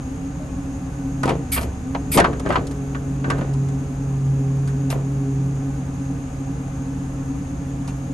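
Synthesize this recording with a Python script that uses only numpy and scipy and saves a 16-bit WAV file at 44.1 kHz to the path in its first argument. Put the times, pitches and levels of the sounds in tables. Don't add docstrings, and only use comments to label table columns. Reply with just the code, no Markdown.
import sys
import numpy as np
from scipy import signal
from scipy.fft import rfft, irfft
from scipy.io import wavfile

SR = 44100
rng = np.random.default_rng(int(sys.argv[2]) if len(sys.argv) > 2 else 0)


def transcribe(signal):
    frames = np.atleast_2d(signal).T
    limited = np.clip(frames, -1, 1)
    pcm = np.round(limited * 32767).astype(np.int16)
    wavfile.write(sys.argv[1], SR, pcm)


N = 358533
TIME = np.arange(N) / SR
HZ = np.maximum(np.arange(N // 2 + 1) * SR / N, 1)

# (frequency [Hz], left minus right [dB])
LEAN = [(60, 2), (150, -3), (350, 3.5), (860, 1.5), (2070, -2), (5030, 5), (12200, -2.5)]

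IDLE_CYCLE_HZ = 4.99
TEETH_PER_CYCLE = 27.24
SAG_S, SAG_HZ, SAG_PERIOD_S, SAG_SETTLE_S = 1.42, 1.68, 1.1, .37
WORK_S, REST_S, WORK_FADE_S = 1.95, 5.75, 0.098
WORK_LIFT_HZ, DROOP_HZ, LOUD_HUM_DB = .105, .11, -19.5
SAG_DULLS_DB = 16
CATCH_S, CATCH_WIDTH_S, CATCH_DB = 1.9, .11, -31
BOOM_DB, BOOM_SAG_DB, PIPE_DB, PIPE_SAG_DB = -0.5, 4, -1, -9
OVERSHOOT_DB = 18.5
ROAR_DB = -31
THUD_T60_S = 0.3
RATTLE_T60_S, RATTLE_RISE_S = 0.76, 0.01
TICK_SHARE = 0.61
NEAR_LIKENESS = 0.73
SLIP_HZ = 2287
SCREECH_RISE_S = 0.0064
CUTOFF_HZ = 13100


def amp(db):
    return 10 ** (np.asarray(db) / 20)


def rms_one(x):
    return x / np.sqrt(np.mean(x ** 2) + 1e-20)


def in_time(rows):
    s, *columns = np.transpose(rows)
    return [np.interp(TIME, s, c) for c in columns]


def at_hz(points, hz):
    table_hz, values = np.transpose(points)
    return np.interp(np.log(hz), np.log(table_hz), values)


def band(x, low_hz, high_hz):
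    return signal.sosfilt(signal.butter(2, [low_hz, high_hz], "band", fs=SR, output="sos"), x)


def peaks(table):
    return 1 + sum(amp(db) / (1 + (2 * (HZ - hz) / width) ** 4) for hz, width, db in table)


def drift(rate_hz):
    knots = rng.standard_normal(int(N / SR * 40) + 2)
    return np.interp(TIME * min(rate_hz, 40), np.arange(len(knots)), knots)


def grit(per_s, spread_db):
    sizes = amp(spread_db * np.minimum(rng.exponential(1, (2, N)), 4))
    signs = rng.choice([-1, 1], (2, N))
    happens = rng.random((2, N)) < per_s / SR
    return rms_one(sizes * signs * happens)


def ring(x, hz, t60):
    radius = amp(-60 / (t60 * SR))
    angle = 2 * np.pi * hz / SR
    feedback = [1, -2 * radius * np.cos(angle), radius * radius]
    return signal.lfilter([0, np.sin(angle)], feedback, x + 1e-18)


def stereo(pair, gain=1):
    # (frequency [Hz], left-right likeness [-1 to 1])
    likeness = [(60, .99), (130, .98), (270, .95), (590, .58), (1250, .09), (2670, .15), (5710, .67),
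                (12200, -.4)]
    mid, side = rfft(pair, axis=1) * gain
    alike = np.clip(at_hz(likeness, HZ), -1, 1)
    lean = amp(at_hz(LEAN, HZ) / 2)
    mid = np.sqrt((1 + alike) / 2) * mid
    side = np.sqrt((1 - alike) / 2) * side
    return irfft(np.array([(mid + side) * lean, (mid - side) / lean]), N, axis=1)


def near(pair, gain=1):
    # (frequency [Hz], left leads by [radians])
    near_phase = [(0, 0), (400, 0), (1290, 0.5), (2070, 7), (2840, 7), (6630, 7), (7840, 8), (8870, 4.5),
                  (11800, 3.5), (12400, -14)]
    one, other = rfft(pair, axis=1) * gain
    alike = NEAR_LIKENESS ** np.clip(HZ / 600, 0, 1)
    lean = amp(at_hz(LEAN, HZ) / 2)
    late = np.exp(-1j * np.interp(HZ, *np.transpose(near_phase)))
    right = alike * one * late + np.sqrt(1 - alike ** 2) * other
    return irfft(np.array([one * lean, right / lean]), N, axis=1)


def at_work():
    return (np.tanh((TIME - WORK_S) / WORK_FADE_S) - np.tanh((TIME - REST_S) / WORK_FADE_S)) / 2


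def governor_swing():
    age = np.maximum(TIME - SAG_S, 0)
    turns = np.minimum(age / SAG_PERIOD_S, .75)
    return -SAG_HZ * np.exp(-age / SAG_SETTLE_S) * np.sin(2 * np.pi * turns)


def engine_and_pump():
    # (multiple of the cycle rate, level before exhaust gain [dB])
    orders_at_idle = [(8, -43), (10, -50), (11, -52), (12, -38), (13, -43), (14, -50), (16, -43), (18, -51),
                      (19, -45), (21, -44), (33, -52), (34, -52), (35, -45), (36, -46), (37, -50),
                      (49, -47), (50, -46), (52, -45), (53, -47), (54, -38), (55, -39), (56, -49),
                      (57, -43), (58, -46)]
    # (frequency [Hz], gain [dB])
    pipe = [(45, -23), (66, 6.5), (80, -6), (178, -7), (215, -3), (245, -8.5), (275, -2), (300, -23)]
    # (time [s], level [dB])
    hum = [(0, -33.5), (.6, -38.5), (1.15, -31), (1.3, -23.5), (1.42, -35), (1.8, -37.5), (2.1, -30),
           (2.45, -33), (3.15, -27), (3.6, -20.5), (3.92, -28), (4.15, -21), (4.45, -19.5), (4.7, -24),
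           (5.05, -23), (5.4, -19), (5.7, -28), (6.6, -30.5), (8.13, -29.5)]
    # (multiple of the tooth rate, level at rest [dB], level at work [dB])
    harmonics = [(2, -39, -42.5), (3, -63, -42), (4, -51.5, -51.5)]
    # (multiple of the tooth rate, level relative to the 4th [dB])
    upper_harmonics = [(5, -7.5), (6, -6), (8, -11.5)]

    work, swing, hum_db = at_work(), governor_swing(), in_time(hum)[0]
    lost, over = np.maximum(-swing, 0), np.maximum(swing, 0)
    droop_hz = DROOP_HZ * amp(hum_db - LOUD_HUM_DB)
    cycle_hz = IDLE_CYCLE_HZ + swing + work * (WORK_LIFT_HZ - droop_hz)
    cycle = 2 * np.pi * np.cumsum(cycle_hz) / SR
    boom_db = BOOM_DB + BOOM_SAG_DB * lost + OVERSHOOT_DB * over
    pipe_db = PIPE_DB + PIPE_SAG_DB * lost + OVERSHOOT_DB * over
    slow = slice(0, N, 64)
    out = np.zeros(N)
    for order, db in orders_at_idle:
        shift_db = at_hz(pipe, order * cycle_hz[slow]) - at_hz(pipe, order * IDLE_CYCLE_HZ)
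        effort_db = boom_db if order < 27 else pipe_db
        waver_db = 0.6 * drift(5.0)
        gain = amp(db + shift_db + (effort_db + waver_db)[slow])
        tone = np.sin(order * cycle + 2 * np.pi * rng.random())
        out += np.interp(TIME, TIME[slow], gain) * tone

    gains = {m: amp(rest + (busy - rest) * work - SAG_DULLS_DB * lost) for m, rest, busy in harmonics}
    gains.update({m: gains[4] * amp(relative_db) for m, relative_db in upper_harmonics})
    gains[1] = amp(hum_db)
    gains[2] = gains[2] + amp(CATCH_DB) * np.exp(-((TIME - CATCH_S) / CATCH_WIDTH_S) ** 2)
    for multiple, gain in gains.items():
        waver_db = 1.38 * np.sqrt(multiple) * drift(9.3)
        tone = np.sin(multiple * TEETH_PER_CYCLE * cycle + 2 * np.pi * rng.random())
        out += gain * amp(waver_db) * tone
    return np.sqrt(2) * out * amp([[-.3], [.3]])


def roar():
    # (frequency [Hz], level [dB per Hz])
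    roar_colour = [(15, -33.5), (25, -7.5), (139, -6), (211, -15.5), (273, -3.5), (337, -15.5), (552, -20),
                   (612, -22.5), (774, -19.5), (4420, -41.5), (6700, -38.5), (9390, -39.5), (10200, -63.5),
                   (11300, -52), (12500, -92), (16200, -123), (22000, -120)]
    # (frequency [Hz], width [Hz], gain added to the floor of 1 [dB])
    roar_peaks = [(176.2, 24, 10), (263.6, 34.4, 4.5), (457.6, 14.4, 5.5), (764, 19.6, 4), (1213, 34, -1),
                  (1333, 21, 0.5), (1710, 98, -7), (1040, 17, -22), (1512, 21, 4.5), (2570, 530, -7.5)]
    gain = amp(at_hz(roar_colour, HZ)) * peaks(roar_peaks)
    noise = rms_one(stereo(rng.standard_normal((2, N)), gain))
    return amp(ROAR_DB + 0.1 * drift(12.0)) * noise


def insects():
    # (centre [Hz], width [Hz], middle level [dB], added left minus right [dB])
    choruses = [(6606, 660, -52.5, 0.5), (11220, 730, -59.5, 2)]
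    out = 0
    for hz, width, db, pan_db in choruses:
        bell = np.exp(-((HZ - hz) / width) ** 2 * 2)
        hiss = rms_one(stereo(rng.standard_normal((2, N)), bell))
        pan = amp([[pan_db / 2], [-pan_db / 2]])
        out = out + amp(db + 0.94 * drift(30.0)) * hiss * pan
    return out


def soft_ring():
    # (time [s], mode [Hz], level before the swell [dB], t60 [s])
    soft_taps = [(.396, 612, -31, .25), (.612, 2390, -50, .15)]
    out = 0
    for s, hz, db, t60 in soft_taps:
        age = np.maximum(TIME - s, 0)
        swell = 1 - np.exp(-age / .015)
        out = out + amp(db - 60 * age / t60) * swell * np.sin(2 * np.pi * hz * age)
    return out


def add(power, s, db, t60, rise_s):
    i = int(s * SR)
    age = TIME[:min(SR // 2, N - i)]
    power[i:i + len(age)] += amp(2 * (db - 60 * age / t60)) * (1 - np.exp(-age / rise_s))


def steel(force, nearest_hz):
    # (frequency [Hz], relative level [dB], t60 before limits [s])
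    panel_modes = [(641, -3, 0.15), (695, 6.5, 0.12), (775, 4, 0.11), (864, -2.5, 0.07), (945, 7.5, 0.052),
                   (1020, 6.5, 0.095), (1148, 6.5, 0.042), (1258, 8.5, 0.032), (1480, 7, 0.048),
                   (1575, 9.5, 0.074), (1777, 1.5, 0.12), (2280, -13, 0.063), (2414, -6, 0.053),
                   (2715, -3, 0.027), (3120, -24, 0.069), (4000, -1, 0.016)]
    rings = 0
    for hz, db, t60 in panel_modes:
        everywhere = 0.25 * np.minimum(nearest_hz / hz, 1) ** 0.46
        close_by = np.exp(-(np.log2(hz / nearest_hz) / 0.38) ** 2)
        ringing = ring(force * (everywhere + close_by), hz, np.clip(t60, .02, .12))
        rings = rings + amp(db) * ringing / np.sqrt(t60)
    clatter = rms_one(band(band(force, 230, 3240), 83, 2970))
    return (rms_one(rings) + 0.34 * clatter) * np.sqrt(np.mean(force ** 2))


def knocks_and_rattle():
    # (time [s], contact level [dB], tick level [dB], contact t60 [s], modes nearest the blow [Hz])
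    knocks = [(1.232, -20.5, -27, 0.082, 1290), (1.255, -24, -30, 0.091, 800), (1.276, -21, -35, .14, 910),
              (1.291, -15, -29.5, 0.13, 730), (1.563, -16, -32, 0.11, 2600),
              (1.576, -12.5, -38, 0.073, 2700), (1.611, -26, -34, 0.13, 734),
              (1.63, -29.5, -33, 0.11, 2700), (1.948, -17, -57, 0.062, 920), (2.173, -6, -16, 0.14, 820),
              (2.188, -4.5, -24, 0.077, 740), (2.2, -9, -14, .05, 1860), (2.242, -12, -34.5, .1, 1190),
              (2.33, -30.5, -42, 0.069, 1500), (2.397, -31, -28.5, .055, 980),
              (2.46, -25.5, -40, 0.084, 1340), (2.489, -31, -34, .085, 800), (2.503, -18.5, -45, .09, 1160),
              (2.523, -21.5, -39, 0.11, 1590), (2.541, -25, -41, 0.071, 1200),
              (2.556, -13, -45, 0.096, 1160), (2.669, -46, -34, 0.1, 1200), (2.711, -47, -36.5, 0.1, 1200),
              (2.947, -28, -55, 0.087, 1460), (3.242, -23, -50, 0.05, 1540),
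              (3.301, -15.5, -26.5, 0.089, 1520), (3.381, -32, -42, 0.088, 1500),
              (3.411, -29, -54, 0.084, 1540), (3.536, -49, -40, .1, 990), (3.686, -36, -40, .065, 786),
              (4.674, -39, -37.5, 0.16, 1510), (4.902, -23, -26.5, 0.13, 2900),
              (4.925, -25.5, -50, 0.071, 754), (7.876, -33.5, -35.5, .15, 2800)]
    # (time [s], level [dB])
    thuds = [(1.238, -17.5), (1.284, -15), (1.629, -28), (2.167, -9.5), (2.199, -23), (2.279, -22.5),
             (2.49, -15), (2.559, -21), (3.409, -22.5), (4.94, -24.5)]
    # (time [s], level [dB])
    rattles = [(1.24, -28), (1.56, -31), (2.142, -18.5), (2.45, -20.5), (3.24, -25.5), (3.31, -24.5),
               (4.93, -34)]
    thud, clank, tick, shake = np.zeros((4, N))
    nearest_hz = np.ones(N)
    for s, db, tick_db, t60, hz in knocks:
        add(clank, s, db, t60, .0016)
        add(tick, s, tick_db, TICK_SHARE * t60, .0008)
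        nearest_hz[int(s * SR):] = hz
    for s, db in thuds:
        add(thud, s, db, THUD_T60_S, .01)
    for s, db in rattles:
        add(shake, s, db, RATTLE_T60_S, RATTLE_RISE_S)
    low = np.sqrt(thud + shake) * rms_one(band(grit(1800, 4.5), 94, 502))
    high = np.sqrt(tick) * rms_one(band(grit(6000, 3.2), 2400, 14500))
    force = np.sqrt(clank + 0.021 * shake) * grit(4000, 2.94)
    return near(low + steel(force, nearest_hz) + high)


def slides():
    # (time [s], level [dB], held [s], t60 of the dying away [s])
    slide_times = [(1.515, -14.5, .033, 0.15), (1.61, -35, 0.016, 0.11), (2.113, -14.5, 0.051, .065),
                   (4.901, -30, 0.021, 0.096)]
    out = 0
    for s, db, held, t60 in slide_times:
        age = np.maximum(TIME - s, 0)
        rise = np.minimum(age / SCREECH_RISE_S, 1) ** 2
        out = out + amp(db - 60 * np.maximum(age - held, 0) / t60) * rise
    return out


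def screech():
    # (frequency [Hz], level [dB per Hz])
    screech_colour = [(760, -38), (1300, -3), (2280, -8.5), (2920, -6), (6500, -12), (9070, 1.5),
                      (9970, -9), (11200, 11), (12600, 15.5), (16400, -44), (22000, -120)]
    # (frequency [Hz], width [Hz], gain added to the floor of 1 [dB])
    squeals = [(2180, 420, 0), (4850, 200, 0), (8800, 68, 2), (11430, 61, 4), (12080, 61, 4)]
    unsteady = 1 + 0.068 * drift(40.0) + .6 * rng.standard_normal(N)
    slips = np.cumsum(SLIP_HZ * unsteady / SR)
    slip_count = np.floor(np.maximum.accumulate(slips))
    pulses = rms_one(np.diff(slip_count, prepend=0) - SLIP_HZ / SR)
    friction = grit(9000, 1.9)
    colour = amp(at_hz(screech_colour, HZ)) * peaks(squeals)
    rub = rms_one(near(0.92 * pulses + friction, colour))
    return slides() * amp(1.6 * drift(37.7)) * rub


def scene():
    return engine_and_pump() + roar() + insects() + soft_ring() + knocks_and_rattle() + screech()


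def record(dry):
    rounded = .9 * np.tanh(dry / .9)
    return signal.sosfilt(signal.cheby2(12, 70, CUTOFF_HZ, fs=SR, output="sos"), rounded)


dry = scene()
out = record(dry)
transcribe(out)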